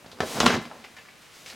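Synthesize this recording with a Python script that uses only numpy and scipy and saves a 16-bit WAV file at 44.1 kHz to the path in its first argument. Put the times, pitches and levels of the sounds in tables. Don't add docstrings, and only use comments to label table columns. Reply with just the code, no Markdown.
import sys
import numpy as np
from scipy import signal
from scipy.fft import rfft, irfft
from scipy.io import wavfile
from scipy.ndimage import uniform_filter1d

SR = 44100
rng = np.random.default_rng(int(sys.argv[2]) if len(sys.argv) > 2 else 0)


def transcribe(u):
    v = np.clip(np.atleast_2d(u).T, -1, 1)
    q = np.round(v * 32767).astype(np.int16)
    wavfile.write(sys.argv[1], SR, q)


N = 68355

# (frequency [Hz], level [dB])
ROOM_TONE_COLOUR = [(25, -20), (60, -5.5), (130, -1), (300, -3.5), (1000, -6), (2500, -7.5), (6000, -21),
                    (10000, -21), (15000, -26)]
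# (frequency [Hz], level [dB])
ROOM_TONE_WIDTH = [(30, -8), (150, -5.5), (1000, -7.5), (6000, -6), (9000, -19), (13000, -27)]
# (frequency [Hz], level [dB])
PANEL_WIDTH = [(50, -35), (200, -23), (500, -22.5), (1500, -19.5), (7000, -16.5), (12000, -36)]
# (frequency [Hz], difference [dB])
LEFT_RIGHT_BALANCE = [(100, -1.9), (400, 0.1), (2000, 0.1), (8000, 1), (12000, -0.5)]
# (frequency [Hz], time [s])
ROOM_DECAY = [(60, 0.37), (250, 0.49), (1000, 0.47), (4000, 0.4), (14000, 0.32)]
# (frequency [Hz], level before a tilt [dB], time to fall by 60 dB [s])
CASE_MODES = [(230.7, -7.5, 0.14), (235.7, -4.5, 0.2), (429, -21, 0.45), (505, -14, 0.13),
              (760, -12.5, 0.082), (1040, -8, 0.38), (1374, -5, 0.089), (1719, -6.5, 0.12),
              (2060, -8.5, 0.3), (2320, -16, 0.65), (2700, -14, 0.24), (3080, -16, 0.11),
              (3900, -12.5, 0.46), (4760, -10.5, .25)]
# (frequency [Hz], time to fall by 60 dB [s])
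CONTACT_DECAY = [(60, 0.22), (250, 0.23), (1000, 0.1), (4000, 0.16), (14000, 0.057)]
# (time [s], relative level [dB])
BRUSH_LEVEL = [(.62, -58), (.9, -56.5), (1.15, -59), (1.24, -54), (1.31, -56.5), (1.35, -51), (1.445, -58),
               (1.475, -45), (1.51, -47), (1.55, -58.5)]
# (frequency [Hz], level [dB])
BRUSH_TONE = [(100, -11.5), (600, -8.5), (1200, -5.5), (2300, -1), (4000, -4), (6500, -6), (10000, -13.5),
              (15000, -21)]
# (time [s], relative level [dB])
SLIDE_LEVEL = [(0, -59), (.19, -59.5), (.225, -47.5), (.27, -40), (.34, -36.5), (.38, -38), (.43, -37),
               (.48, -40.5), (.55, -49.5), (.6, -60), (.625, -50.5), (.68, -65), (1.28, -74), (1.4, -53.5),
               (1.5, -53), (1.55, -54)]
# (frequency [Hz], level [dB])
SLIDE_TONE = [(100, -8), (500, 5.5), (1500, -2), (4000, 1.5), (7000, 0), (11000, -6.5), (15000, -12.5)]
# (time [s], relative level [dB])
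FLEX_LEVEL = [(.33, -48), (.38, -39), (.42, -39), (.45, -29), (.5, -31.5), (.54, -38), (.585, -34),
              (.62, -45), (.68, -71)]
# (frequency [Hz], level [dB])
FLEX_TONE = [(30, -22), (65, -13), (100, -4), (170, -0.5), (230, 1), (330, -6.5), (1000, -46), (8000, -64)]
# (time [s], relative level [dB])
GRIND_LEVEL = [(.46, -45), (.485, -34), (.515, -30.5), (.548, -31.5), (.566, -40), (.578, -51)]
# (frequency [Hz], level [dB])
GRIND_TONE = [(200, -15), (900, -5), (1700, 6.5), (2800, 1), (4500, -6), (6300, -4), (8000, -16),
              (15000, -29)]
# (time [s], relative level [dB])
CHATTER_LEVEL = [(0, -61), (.07, -56), (.165, -56), (.195, -43.5), (.26, -43), (.33, -41), (.375, -32),
                 (.4, -36.5), (.49, -27), (.55, -28), (.58, -40), (.66, -48.5), (.8, -53.5), (.95, -60.5)]
# (frequency [Hz], level [dB])
CHATTER_TONE = [(30, -35), (70, -5.5), (130, 0), (250, 7.5), (600, 5), (1300, -0.5), (2600, -10.5),
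                (5500, -14.5), (9000, -40), (15000, -39)]
# (time [s], relative level [dB], treble [dB], contact length [s], resonance of the struck spot [Hz])
EDGE_TICKS = [(.653, -7.5, -1.5, 0.0048, 2760), (.841, -6.5, -3, 0.0027, 2800),
              (0.847, -6, -5, 0.0033, 2150), (0.966, -7, -1, 0.0059, 1700),
              (0.984, -6.5, -4.5, 0.014, 2800), (1.052, -13.5, -8, 0.00086, 1410),
              (1.085, -12, -6, .003, 2400), (1.091, -13.5, -5, 0.0031, 2300),
              (1.461, -10, 8.5, 0.00086, 2240), (1.486, -25, 3, .004, 3000), (1.5, -10, 6, 0.0053, 4550),
              (1.525, -8.5, -3, 0.0044, 1330)]
# (frequency [Hz], level [dB])
TICK_TONE = [(100, -28), (600, -2), (1200, -6.5), (2300, -0.5), (3100, -5.5), (5000, -9.5), (9000, -22),
             (15000, -31)]
# (time [s], relative level [dB], bass [dB], body [dB], treble [dB],
# contact length [s], resonance of the struck spot [Hz])
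FRAME_KNOCKS = [(0.045, -10.5, 5.5, -2, -13, 0.00095, 790), (0.061, -12, 6, 1.5, 1, 0.0038, 4600),
                (0.116, -9.5, -5, -8, 7, 0.00084, 3860), (0.13, -19, 15, 11.5, -5, .002, 4800),
                (.15, -25, 7.5, 7, -8, 0.0085, 280), (0.2042, 13.5, 0, 1, -1.5, 0.0018, 1630),
                (0.2196, 4, 6.5, 9, -6, 0.0011, 306), (0.2333, -2.5, 0, 12, -2, 0.001, 590),
                (.369, 1, -1, 0.5, -4, 0.0012, 740), (.385, 2, 2, 5.5, -7, 0.0034, 300),
                (0.4024, 10.5, -3.5, -8.5, 10, 0.001, 6200), (0.4042, 16, -1.5, 2, 2, 0.0016, 1280),
                (0.4315, 11, 4, 3.5, -8, 0.0016, 695), (0.4396, 6.5, 11.5, 8, -0.5, 0.0024, 504),
                (0.452, 6.5, 10.5, 10, 0, .002, 248), (.460, 11.5, -0.5, -5, 8.5, 0.0013, 2950),
                (0.464, 23.5, -6.5, -5, 1, 0.0012, 1135), (0.4779, 12.5, -12, -2.5, 0, 0.0057, 2880),
                (.499, 13.5, 2.5, 0, -20, 0.0088, 1460), (0.534, 9.5, 4.5, -9, -7, 0.0054, 2630),
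                (.546, 5.5, 8.5, -5, -2, 0.0022, 800), (0.565, -3, 8.5, 5.5, 6.5, 0.0023, 190),
                (0.713, -4, -5, 4, -11, 0.0024, 850), (0.753, -13, -2, 3, -14, 0.0026, 600),
                (1.532, -21.5, 11, 2, -10, 0.0034, 258)]
# (frequency [Hz], level [dB])
KNOCK_TONE = [(25, -42), (65, -2.5), (130, 0), (250, 4), (600, 2), (1200, -0.5), (2100, -7.5), (3200, -6.5),
              (6000, -14.5), (9000, -24.5), (15000, -40)]

ROOM_TONE_DB = -55.5
ROOM_DB, ROOM_BUILD_S = -13, 0.0058
CRACK_DB, RING_DB = -3.5, -4.5
HARD_DB, CRACK_GROWTH = 18.5, 0.84
CONTACT_RISE_S = 0.0003
SPOT_DB, SPOT_OCTAVES = 5.5, 0.2
RUB_PER_S, GRIND_PER_S, CHATTER_PER_S = 7000, 2500, 700
RUB_SCATTER_DB, CHATTER_SCATTER_DB = 0.5, 3
TOP_HZ = 16100


def undb(db):
    return 10 ** (np.asarray(db) / 20)


def unit(x):
    return x / np.sqrt(np.sum(x ** 2))


def at_hz(table, hz):
    table_hz, values = np.array(table, float).T
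    return np.interp(np.log(np.maximum(hz, 1)), np.log(table_hz), values)


def convolve(x, response):
    return signal.fftconvolve(x, response)[:len(x)]


def colour(x, table, size=4096):
    hz = np.arange(size // 2 + 1) * SR / size
    cepstrum = irfft(np.log(undb(at_hz(table, hz))))
    cepstrum[1:size // 2] *= 2
    cepstrum[size // 2 + 1:] = 0
    return convolve(x, irfft(np.exp(rfft(cepstrum))))


def flatten(x, width_hz):
    spectrum = rfft(x, 2 * len(x))
    width_bins = max(int(width_hz * 2 * len(x) / SR), 1)
    power = uniform_filter1d(abs(spectrum) ** 2, width_bins)
    return unit(irfft(spectrum / np.sqrt(np.abs(power) + 1e-18))[:len(x)])


def ring(decay_table, size):
    t = np.arange(size) / SR
    f = np.arange(size // 2 + 1) * SR / size
    hz, t60 = np.array(decay_table).T
    t60 = t60[:, None]
    band = np.arange(len(hz))
    shares = np.maximum(1 - abs(at_hz(np.c_[hz, band], f) - band[:, None]), 0)
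    bands = irfft(rfft(rng.standard_normal(size)) * shares, size)
    fade = np.exp(-np.log(1000) * t / t60)
    return unit(np.sum(bands * fade / np.sqrt(t60), axis=0))


def steady_noise(table):
    return unit(colour(rng.standard_normal(N), table)) * np.sqrt(N)


def room_tone():
    mid = steady_noise(ROOM_TONE_COLOUR) * undb(ROOM_TONE_DB)
    side = colour(steady_noise(ROOM_TONE_COLOUR) * undb(ROOM_TONE_DB), ROOM_TONE_WIDTH)
    return np.array([mid + side, mid - side])


def room(x):
    size = 32768
    build_up = 1 - np.exp(-(np.arange(size) / SR / ROOM_BUILD_S) ** 2)
    tail = unit(ring(ROOM_DECAY, size) * build_up)
    return x + undb(ROOM_DB) * convolve(x, tail)


def microphones(x):
    reflections = flatten(ring([(100, .2), (10000, .12)], size=8192), 120)
    side = colour(convolve(x, reflections), PANEL_WIDTH)
    hz = np.arange(N + 1) * SR / (2 * N)
    lean = undb(at_hz(LEFT_RIGHT_BALANCE, hz) / 2)
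    left = irfft(rfft(x + side, 2 * N) * lean)[:N]
    right = irfft(rfft(x - side, 2 * N) / lean)[:N]
    return np.array([left, right])


def case(x):
    t = np.arange(SR // 2) / SR
    modes = 0
    for hz, db, t60 in CASE_MODES:
        tone = unit(np.cos(2 * np.pi * hz * t) * np.exp(-np.log(1000) * t / t60))
        modes = modes + undb(db) * np.sqrt(hz / 1000) * tone
    return x + undb(-18) / 2 * convolve(x, modes)


def friction(level_curve, table, per_s, scatter_db):
    happens = rng.random(N) < per_s / SR
    direction = rng.choice([-1, 1], N)
    size = undb(scatter_db * np.clip(rng.standard_normal(N), -2, 2))
    rub = unit(colour(happens * direction * size, table)) * np.sqrt(N)
    s, db = np.array(level_curve).T
    return rub * undb(np.interp(np.arange(N) / SR, s, db, left=-120, right=-120))


def brushing():
    return friction(BRUSH_LEVEL, BRUSH_TONE, RUB_PER_S, RUB_SCATTER_DB)


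def sliding():
    return friction(SLIDE_LEVEL, SLIDE_TONE, RUB_PER_S, RUB_SCATTER_DB)


def flexing():
    return friction(FLEX_LEVEL, FLEX_TONE, CHATTER_PER_S, RUB_SCATTER_DB)


def grinding():
    return friction(GRIND_LEVEL, GRIND_TONE, GRIND_PER_S, RUB_SCATTER_DB)


def chattering():
    return friction(CHATTER_LEVEL, CHATTER_TONE, CHATTER_PER_S, CHATTER_SCATTER_DB)


def contact(start, db, bass_db, body_db, treble_db, length, spot_hz, size=4096):
    t = np.arange(size) / SR
    push = flatten(rng.standard_normal(size) * np.exp(-np.minimum(t / length, 20)), 1500)
    crack = undb(CRACK_DB + CRACK_GROWTH * max(db - HARD_DB, 0)) * push
    short_ring = undb(RING_DB) * convolve(push, ring(CONTACT_DECAY, size))
    rise = np.minimum(t / CONTACT_RISE_S, 1)
    hit = unit(flatten(crack + short_ring, 400) * rise)
    hz = np.geomspace(50, 16000, 100)
    shelves = at_hz([(220, bass_db), (400, body_db), (650, body_db),
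                     (1100, 0), (1700, 0), (3800, treble_db)], hz)
    spot = SPOT_DB / (1 + (np.log2(hz / spot_hz) / SPOT_OCTAVES) ** 2)
    hit = undb(db) * colour(hit, np.c_[hz, shelves + spot])
    return np.pad(hit, (int(start * SR), N))[:N]


def ticking():
    ticks = sum(contact(s, db, 0, 0, *rest) for s, db, *rest in EDGE_TICKS)
    return colour(ticks, TICK_TONE)


def knocking():
    return colour(sum(contact(*row) for row in FRAME_KNOCKS), KNOCK_TONE)


def scene():
    rubbing = brushing() + sliding() + flexing() + grinding() + chattering()
    panel = rubbing + ticking() + knocking()
    return room_tone() + microphones(room(case(panel)))


def record(dry):
    rounded = dry / (1 + (dry / .9) ** 6) ** (1 / 6)
    low_pass = signal.ellip(10, .1, 80, TOP_HZ, fs=SR, output="sos")
    return signal.sosfilt(low_pass, rounded)


dry = scene()
out = record(dry)
transcribe(out)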